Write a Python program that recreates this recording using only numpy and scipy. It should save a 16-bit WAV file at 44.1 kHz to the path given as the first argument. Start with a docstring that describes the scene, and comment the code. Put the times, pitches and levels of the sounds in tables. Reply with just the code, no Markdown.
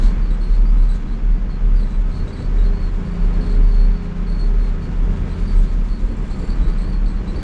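"""A diesel pickup crawls up a steep concrete track, heard from inside the cab.
From the start the body booms over bumps in the slabs, tyres rumble, trim squeaks and fittings rustle.
The six-cylinder engine, a sum of crank orders and knocked noise, quickens until about 4 s; from about
2.2 s its gears hum in spells, and from about 2.5 s a loose metal part jingles as the body swings.
After 5.5 s the gear hum sinks, the engine eases off and its speed sags while the bumps come on."""
import sys
import numpy as np
from scipy import signal
from scipy.fft import rfft, irfft
from scipy.io import wavfile

SR = 44100
rng = np.random.default_rng(int(sys.argv[2]) if len(sys.argv) > 2 else 0)


def dump_mix(stems):
    """Bounce the given channels to the path in sys.argv[1] as a 16-bit WAV at rate SR."""
    frames = np.atleast_2d(stems).T  # one column per channel
    limited = np.clip(frames, -1, 1)  # hard clip at full scale
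    pcm = np.round(limited * 32767).astype(np.int16)
    wavfile.write(sys.argv[1], SR, pcm)


N = 327654
TIME = np.arange(N) / SR
HZ = np.fft.rfftfreq(N, 1 / SR)

# how hard the truck works:
# (time [s], tyre rumble level [dB], clatter level before trim [dB], tread roar level [dB])
EFFORT = [(0.05, -22.5, -39, -43), (0.3, -27, -42.5, -43), (0.9, -30, -44, -46.5), (1.35, -29, -44, -45),
          (2.05, -28.5, -43.5, -44), (2.6, -26.5, -41, -40.5), (2.95, -28.5, -42, -44),
          (3.45, -25.5, -40, -41), (3.95, -31, -42.5, -44), (4.8, -28.5, -42.5, -43.5),
          (5.35, -24, -40.5, -41.5), (5.95, -29, -44, -45), (6.3, -24, -41.5, -40.5), (6.65, -24, -41, -42),
          (7.05, -25, -43, -45), (7.4, -25.5, -40, -41)]
# spectrum of the road rumble: (frequency [Hz], relative level [dB per Hz])
ROAD_SPECTRUM = [(12, -17), (23, 8), (29, 10.5), (48, 11.5), (65, 2.5), (100, -0.5), (140, 0.5),
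                 (200, -1.5), (240, -6.5), (268, -6.5), (288, -7), (325, -11), (400, -19.5), (1000, -65.5)]
# spectrum of the tread roar: (frequency [Hz], relative level [dB per Hz])
ROAR_SPECTRUM = [(250, -22.5), (360, 0), (435, -0.5), (470, -3), (515, -4), (555, -12.5), (605, -6.5),
                 (700, -18), (1500, -52.5)]

# dry rustle of the shaken cab fittings: (time [s], level before trim [dB])
RUSTLE_LEVEL = [(0.02, -51), (0.2, -68), (0.37, -68), (0.52, -60.5), (0.66, -67), (0.93, -61.5),
                (1.42, -74), (1.79, -65), (1.98, -67.5), (2.39, -62), (2.81, -67), (4.1, -67), (5.4, -60.5),
                (5.82, -61.5), (6.7, -64), (7.03, -71), (7.3, -63), (7.43, -60)]
# spectrum of the rustle: (frequency [Hz], relative level [dB])
RUSTLE_SPECTRUM = [(2000, -23.0), (3500, 3.5), (5000, -2.5), (5800, -3.5),
                   (6800, -2.5), (8400, -7.5), (9300, -15.0), (10200, -8.5)]

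# modes of the small loose metal part: (frequency [Hz], relative level [dB], time to fall 60 dB [s])
METAL_MODES = [(7335, -3, .06), (7369, -1, .09), (7698, -10, .1), (8060, -10, .1), (8430, -11, .1),
               (8850, -14, .1), (9204, -12, .12), (9600, -18, .1), (9930, -15, .12)]
# spells in which it is shaken: (middle [s], length [s], level [dB])
JINGLE_SPELLS = [(3.2, 1.3, -69), (5.5, 1.6, -72), (6.12, .25, -66), (6.39, .5, -61), (7.1, .9, -74)]

# resonances of the squeaking panel: (frequency [Hz], width [Hz], lift [dB])
PANEL_MODES = [(4025, 40, 4), (4240, 35, 8), (4330, 35, 7), (4400, 35, 3), (4480, 30, 5.5), (4570, 35, 3),
               (4705, 30, 8), (7650, 120, 5), (8030, 60, 3), (8680, 120, 5)]
# slips of the trim, levels before the panel: (start [s], length [s], level [dB], middle pitch [Hz],
# glide from start to end [Hz], octave level [dB], roughness [0 = smooth, about 1 = roughest])
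SQUEAK_SLIPS = [(0, 0.07, -55.5, 4030, 94, -67, 1.2), (0.029, 0.078, -56, 4360, -100, -71, 0.74),
                (0.211, 0.04, -57.5, 4550, -100, -87, 0.58), (0.25, 0.06, -58, 4380, 178, -85, 0.5),
                (0.3, 0.05, -58, 3900, 1, -63, 0.75), (0.404, 0.077, -53, 4260, 0, -66, 0.53),
                (0.489, 0.1, -58, 4340, 221, -80, 0.8), (0.652, 0.043, -56.5, 4660, 136, -76, 0.38),
                (0.768, 0.072, -58.5, 4060, 63, -66, 0.8), (0.82, 0.17, -65, 4450, 1, -82, 0.68),
                (0.885, 0.042, -53, 4000, -86, -58, 0.4), (1.074, 0.08, -61, 4100, 400, -79, 0.9),
                (1.312, 0.11, -67.5, 4530, -2, -88.5, 0.4), (1.496, 0.057, -56.5, 4310, -100, -79, 0.57),
                (1.755, 0.074, -57, 4520, -560, -71, 0.7), (1.807, 0.17, -64, 3970, 0, -72, 0.5),
                (2.112, 0.11, -55.5, 4280, 87, -72, 0.58), (2.273, 0.035, -56, 3850, 0, -65, 0.7),
                (2.31, 0.042, -57, 4400, 60, -73, 0.48), (2.333, 0.087, -59, 4020, 0, -66, 1),
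                (2.394, 0.064, -55.5, 4380, 121, -78, 0.4), (2.58, 0.046, -53, 3830, -2, -60, 0.3),
                (2.634, 0.052, -54, 4250, -65, -74, 0.58), (2.723, 0.053, -57, 4320, 98, -83.0, 0.5),
                (2.787, 0.082, -56.5, 4320, -220, -74.5, 0.47), (3.045, 0.04, -61, 4570, 0, -75, 0.6),
                (3.109, 0.07, -63, 4550, 200, -72, 0.6), (3.195, 0.064, -59, 4440, 1, -80, 0.4),
                (3.327, 0.027, -54.5, 4290, -3, -75, 0.63), (3.402, 0.15, -53.5, 4290, -58, -70, 0.8),
                (3.624, 0.1, -59.5, 4490, 197, -75, 0.65), (3.706, 0.156, -54.5, 4360, 0, -71.5, 0.37),
                (3.898, 0.09, -58.5, 4410, -57, -81, 0.52), (4.021, 0.05, -60.5, 4280, 0, -73, 0.43),
                (4.263, 0.083, -54.5, 4350, 0, -70.0, 0.5), (4.344, 0.14, -56.5, 4395, -1, -72, 0.35),
                (4.389, 0.021, -45, 4335, -5, -63, 0.25), (4.582, 0.11, -59, 4270, -50, -72, 0.45),
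                (4.807, 0.056, -58, 4370, -100, -75, 0.6), (5.287, 0.047, -57, 4050, 115, -65.5, 0.6),
                (5.325, 0.14, -64, 4410, -7, -74, 0.5), (5.46, 0.079, -55, 4550, -100, -68, 0.55),
                (5.55, 0.051, -61.5, 4010, -2, -61, 0.38), (5.667, 0.05, -58, 4420, 0, -73, 0.7),
                (5.882, 0.091, -55, 4390, -43, -72, 0.53), (6.07, 0.056, -60, 4380, 0, -70, 0.68),
                (6.292, 0.029, -55, 4130, 100, -63, 0.78), (6.305, 0.043, -53, 4350, 0, -73, 0.65),
                (6.39, 0.065, -57, 4460, 82, -79, 0.52), (6.474, 0.057, -54.5, 4490, 4, -69.5, 0.8),
                (6.607, 0.1, -59, 3990, 199, -67, 1), (6.67, 0.083, -60, 4540, 0, -72, 0.8),
                (6.771, 0.06, -58, 4050, 100, -61, 0.97), (6.812, 0.026, -52, 4350, 0, -67, 0.55),
                (6.852, 0.082, -57, 4550, 0, -67.5, 0.68), (6.918, 0.056, -55, 4330, 0, -76, 0.3),
                (7.056, 0.039, -52.5, 4420, 4, -72, 0.9), (7.08, 0.032, -60, 4020, 3, -59, 0.38),
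                (7.151, 0.043, -58, 4320, -120, -78.5, 0.6), (7.267, 0.059, -54, 4000, 221, -65, 0.68),
                (7.35, 0.068, -54, 4540, 60, -68, 0.6)]
# spectrum of the scrape of a rough slip: (frequency [Hz], relative level [dB per Hz])
SCRAPE_SPECTRUM = [(1500, -26), (3300, -2.5), (4000, 6.5), (5000, -1.5), (6800, -8), (8000, 0.5),
                   (9000, -13.5), (10500, -28.5)]

# bumps in the slabs, each a surge of the boom: (middle [s], length [s], level [dB])
BUMPS = [(0.06, 0.11, -9), (0.27, 0.8, -16.5), (0.52, 0.085, -10.5), (0.6, 0.12, -10.5), (0.77, 0.48, -10),
         (1.12, 0.32, -24), (1.3, 0.22, -11), (1.45, 0.19, -19.5), (1.73, 0.36, -11), (2.02, 0.23, -14),
         (2.63, 0.39, -11.5), (2.9, 0.3, -18.5), (3.3, 0.33, -14), (3.64, 0.36, -9), (3.84, 0.27, -9),
         (4.3, 0.3, -18.5), (4.55, 0.53, -13), (5.06, 0.38, -15.5), (5.42, 0.069, -14), (5.58, 0.21, -9),
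         (5.79, 0.26, -15), (5.92, 0.043, -14.5), (6.05, 0.065, -13), (6.19, 0.067, -22),
         (6.5, 0.062, -14.5), (6.61, 0.064, -9.5), (6.69, 0.075, -10), (6.8, 0.088, -16.5),
         (7.05, 0.089, -11)]

# engine speed: (time [s], crank speed [turns/s])
CRANK_SPEED = [(0, 25.85), (0.9, 26.3), (1.2, 26.1), (1.85, 26.6), (2.15, 27.9), (2.42, 27.75),
               (2.68, 28.5), (2.85, 28.1), (3.05, 28.85), (3.27, 28.6), (3.55, 29.15), (3.8, 28.8),
               (4.08, 29.25), (4.33, 28.65), (4.52, 28.95), (4.8, 28.35), (5.15, 28.2), (5.55, 27.8),
               (5.8, 26.8), (6.05, 26.45), (6.3, 25.5), (7.0, 23.35), (7.43, 23.6)]
# gear hum, strong only while the engine runs fast: (time [s], level [dB])
GEAR_LEVEL = [(0, -58), (2.05, -57), (2.25, -46), (2.45, -50), (2.74, -39.5), (2.87, -53), (3.1, -41.5),
              (3.33, -51), (3.5, -40), (4.0, -43.5), (4.3, -47), (4.55, -42.5), (4.9, -51), (5.2, -42),
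              (5.8, -57)]
# spectrum of the clatter through the bulkhead: (frequency [Hz], relative level [dB per Hz])
CLATTER_SPECTRUM = [(200, -14), (500, -1), (700, -4.5), (900, -0.5), (1150, -2.5), (1400, -5.5),
                    (1800, -6.5), (2300, -9), (3000, -13.5), (3700, -17), (5000, -20.5), (7000, -26),
                    (8800, -37), (10000, -40)]
# ringing parts of the engine: (frequency [Hz], width [Hz], level [dB])
ENGINE_RINGS = [(746, 20, -61), (1055, 26, -62), (1275, 26, -57), (1464, 22, -60.5), (1530, 26, -63),
                (1606, 26, -61.5), (1760, 30, -66), (1975, 30, -65.5), (2220, 100, -63), (2380, 70, -65),
                (2830, 70, -70), (3370, 100, -70)]
# unlike cylinders, in firing order: (relative knock strength)
CYLINDER_STRENGTH = np.array([1, -1, 0, 1, 0, -1])
# how far the engine eases off: (time [s], easing [0-1])
EASING = [(0, 0.31), (2, 0.07), (5.7, 0), (6.3, 0.93), (7.43, 0.9)]
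# the two strong, clean engine tones: (time [s], firing tone level [dB], its octave level [dB])
CLEAN_TONES = [(0, -35, -41), (0.35, -44, -38), (1.0, -39, -42), (1.6, -42, -39), (1.8, -34, -43),
               (2.0, -41, -44), (2.17, -28, -36), (2.45, -33, -41), (2.95, -30, -34), (3.15, -34.5, -28.5),
               (3.7, -31, -35), (4.23, -35, -29), (4.57, -38, -39), (4.85, -30, -32), (5.45, -27, -34),
               (5.78, -36, -43), (6.3, -37, -48), (7.43, -36, -45)]
# weaker, less steady orders, before the cab's lift:
# (multiple of crank speed, level while pulling [dB], level while easing off [dB])
WEAK_ORDERS = [(4, -45, -50), (4.5, -45.5, -48), (5, -40.5, -50), (7, -43, -50), (7.5, -48, -41.5),
               (8.5, -46.5, -41), (9, -54, -50), (11, -55, -55)]
# air resonances of the cab: (frequency [Hz], width [Hz], lift [dB])
CAB_MODES = [(175, 13, 7.5), (203, 14, 4.5), (224, 10, 5), (246, 10, 4), (286, 14, 4)]

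SQUEAK_ATTACK_S, SQUEAK_RELEASE_S = 0.006, 0.036  # catches quickly, lets go more slowly
SQUEAK_JITTER_HZ = 175  # rms at roughness 1
CAB_T60_S, CAB_WET = .19, .85  # echo decay time, and level against the direct sound
BOOM_HZ, BOOM_DRIFT_HZ = 36.1, 1.2  # the body's lowest mode, and its rms drift
TREMBLE_DB = -26  # middle level of the boom between bumps
FIRINGS_PER_TURN, GEAR_ORDER = 3, 14  # cycles in each turn of the crank
KNOCK = .65  # typical strength of each knock over the steady clatter
KNOCK_DECAY = .5  # share of the gap between firings in which a knock falls to 1/e
SHAKE_DB = -28.5  # level of the crank shake
WAVER_DB, SLIP_RAD = 1.7, .22  # rms waver in level and slip in phase of the weaker orders


def amp(db):
    """Level law: decibels to amplitude gain."""
    return 10 ** (np.asarray(db) / 20)


def unit(x):
    """Normalisation of power: scales to rms 1."""
    return x / np.sqrt(np.mean(x ** 2) + 1e-20)


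def curves(rows):
    """Linear interpolation: one value per sample for each column of a table over time."""
    s, *columns = np.transpose(rows)
    return [np.interp(TIME, s, c) for c in columns]


def colour(x, points):
    """Spectral shaping: filters x by a spectrum drawn on a log-frequency axis, to rms 1."""
    f, db = np.transpose(points)
    gain = amp(np.interp(np.log(HZ + 1), np.log(f), db))
    return unit(irfft(rfft(x) * gain, N))


def wander(rate):
    """Low-passed chance: noise of rms 1 whose spectrum falls to 1/e at rate in Hz."""
    return unit(irfft(rfft(rng.standard_normal(N)) * np.exp(-(HZ / rate) ** 2), N))


def turns(hz):
    """Phase as the integral of frequency, in radians."""
    return 2 * np.pi * np.cumsum(hz) / SR


def swells(rows):
    """Power addition: gain curve of rounded surges, one for each (middle, length, level)."""
    power = 0
    for middle, length, db in rows:
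        surge = amp(db) * np.cos(np.pi * np.clip((TIME - middle) / length, -.5, .5))
        power = power + surge ** 2
    return np.sqrt(power)


def lift(hz, resonances):
    """Resonance: decibels added at hz by a set of bell-shaped peaks."""
    return sum(db / (1 + (2 * (hz - centre) / width) ** 2) for centre, width, db in resonances)


def road(rumble_db, roar_db, patchy_db=1.5):
    """Broadband rolling excitation: tyres on rough concrete rumble through the floor, and their tread roars."""
    rumble = colour(rng.standard_normal(N), ROAD_SPECTRUM) * amp(rumble_db)
    roar = colour(rng.standard_normal(N), ROAR_SPECTRUM) * amp(roar_db)
    return (rumble + roar) * amp(patchy_db * wander(13))


def rustle(grain_db=0.0, clump_db=3.0, trim_db=4.5):
    """Frictional noise: fittings chafe against each other in many tiny slips."""
    slips = rng.standard_normal(N) * amp(grain_db * wander(150) + clump_db * wander(19))
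    level_db = curves(RUSTLE_LEVEL)[0] + trim_db
    return amp(level_db) * colour(slips, RUSTLE_SPECTRUM)


def jingle(sway, uneven_db=2.0, contact_s=0.0043):
    """Free vibration after impact: a loose metal part is tapped once in each swing of the body."""
    swing_starts = np.diff(np.floor(sway / (2 * np.pi)), prepend=0)
    taps = swing_starts * amp(uneven_db * rng.standard_normal(N))
    t = TIME[:SR // 5]
    ring = sum(amp(db - 60 * t / t60) * np.sin(2 * np.pi * hz * t) for hz, db, t60 in METAL_MODES)
    ring = ring * (1 - np.exp(-t / contact_s))  # soft onset
    return swells(JINGLE_SPELLS) * unit(signal.fftconvolve(taps, ring)[:N])


def panel(x):
    """Forced resonance: the panel passes a squeak on and rings briefly at its own modes."""
    gain = 1 + sum((amp(db) - 1) / (1 + 2j * (HZ - hz) / width) for hz, width, db in PANEL_MODES)
    return irfft(rfft(x) * gain, N)


def squeak(sway, rest_hz=4400, creep_db=-73, scrape_db=-3.0, flutter_db=2.5, throb_db=2.5):
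    """Stick-slip friction: trim creeps faintly and breaks into short gliding squeaks as the cab twists."""
    jitter = SQUEAK_JITTER_HZ * wander(350)
    wobble_hz = 35 * np.sin(sway)
    scrape = amp(scrape_db) * colour(rng.standard_normal(N), SCRAPE_SPECTRUM)
    out = amp(creep_db) * np.sin(turns(rest_hz + jitter))
    for start, length, db, pitch_hz, glide_hz, octave_db, rough in SQUEAK_SLIPS:
        end = start + length + SQUEAK_RELEASE_S
        now = slice(max(0, round(start * SR)), round(end * SR))
        t = TIME[now] - start
        release = (length - t) / SQUEAK_RELEASE_S + .5  # half the release lies beyond length
        envelope = np.clip(np.minimum(t / SQUEAK_ATTACK_S, release), 0, 1)
        glide = glide_hz * (t / length - .5)
        angle = turns(pitch_hz + glide + rough * (jitter[now] + wobble_hz[now]))
        tone = amp(db) * np.sin(angle) + amp(octave_db) * np.sin(2 * angle)
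        out[now] += envelope * (np.sqrt(2) * tone + rough * amp(db) * scrape[now])
    # all slips flutter, and throb with the body's swing
    throb = unit(amp(flutter_db * wander(170) + throb_db * np.sin(sway)))
    return panel(out * throb)


def cab_echo(x):
    """Diffuse reverberation: glass and panels scatter high sounds into a short, dense tail."""
    t = TIME[:round(CAB_T60_S * SR)]
    tail = rng.standard_normal(len(t)) * amp(-60 * t / CAB_T60_S)
    echo = signal.fftconvolve(x, tail / np.linalg.norm(tail))[:N]
    return (x + CAB_WET * echo) / np.hypot(1, CAB_WET)


def body(sway, tremble_spread_db=3.5):
    """Excitation of the lowest mode: the body trembles all the way, and each bump makes its boom surge."""
    tremble = amp(TREMBLE_DB + tremble_spread_db * wander(22.0))
    return np.sqrt(2) * np.hypot(tremble, swells(BUMPS)) * np.sin(sway)


def gears(crank, slip_rad=0.55):
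    """Tooth-meshing tone: the gears hum in short spells at a fixed multiple of the crank speed."""
    angle = turns(GEAR_ORDER * crank) + slip_rad * wander(10)
    return np.sqrt(2) * amp(curves(GEAR_LEVEL)[0]) * np.sin(angle)


def clatter(crank, level_db, uneven_db=1.5, trim_db=-1.1):
    """Impulsive combustion: each firing knocks noise out of the block and sets engine parts ringing."""
    firings = FIRINGS_PER_TURN * turns(crank) / (2 * np.pi)
    cylinder_db = uneven_db * CYLINDER_STRENGTH[firings.astype(int) % 6]
    burn_db = 4 * np.tanh(wander(60))  # no two charges burn alike
    decay = np.exp(-(firings % 1) / KNOCK_DECAY)
    puffs = 1 + KNOCK * amp(cylinder_db + burn_db) * decay
    # part of the noise repeats every cycle of six firings
    pattern = unit(np.interp(firings % 6, np.linspace(0, 6, 600), rng.standard_normal(600)))
    burst = puffs * (rng.standard_normal(N) + .3 * pattern)
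    out = colour(burst, CLATTER_SPECTRUM) * amp(level_db + trim_db)
    # the ringing follows the effort by half as many decibels
    drive = rfft(puffs * rng.standard_normal(N) * amp(.5 * level_db))
    for hz, width, db in ENGINE_RINGS:
        out += amp(db) * unit(irfft(drive / (1 + 2j * (HZ - hz) / width) ** 2, N))
    return out


def drone(crank, tone_slip_rad=0.089):
    """Harmonic orders of rotation: strong ones sound clean, weak ones waver and swell in the cab's modes."""
    angle = turns(crank)
    ease = np.clip(curves(EASING)[0], 0, 1)
    firing_db, octave_db = curves(CLEAN_TONES)
    clean = [(1, SHAKE_DB), (FIRINGS_PER_TURN, firing_db), (2 * FIRINGS_PER_TURN, octave_db)]
    out = np.zeros(N)
    for order, db in clean:
        phase = tone_slip_rad * wander(16.0) + rng.uniform(0, 2 * np.pi)
        out += amp(db) * np.sin(order * angle + phase)
    for order, pull_db, ease_db in WEAK_ORDERS:
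        db = pull_db + ease * (ease_db - pull_db)
        db = db + lift(order * crank, CAB_MODES) + WAVER_DB * wander(4.1)
        phase = SLIP_RAD * wander(10) + rng.uniform(0, 2 * np.pi)
        out += amp(db) * np.sin(order * angle + phase)
    return np.sqrt(2) * out


def scene():
    """Superposition: road, loose parts, body and engine add at one spot in the cab."""
    crank = curves(CRANK_SPEED)[0]
    rumble_db, clatter_db, roar_db = curves(EFFORT)
    sway = turns(BOOM_HZ + BOOM_DRIFT_HZ * wander(12))
    loose_parts = rustle() + jingle(sway) + cab_echo(squeak(sway))
    engine = gears(crank) + clatter(crank, clatter_db) + drone(crank)
    return (road(rumble_db, roar_db) + loose_parts + body(sway) + engine)[None]


def record(dry):
    """Band limitation: a linear-phase low-pass at 10.2 kHz."""
    low_pass = signal.firwin(401, 10200, window=("kaiser", 9), fs=SR)
    return signal.oaconvolve(dry, low_pass[None], "same")


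dry = scene()
out = record(dry)
dump_mix(out)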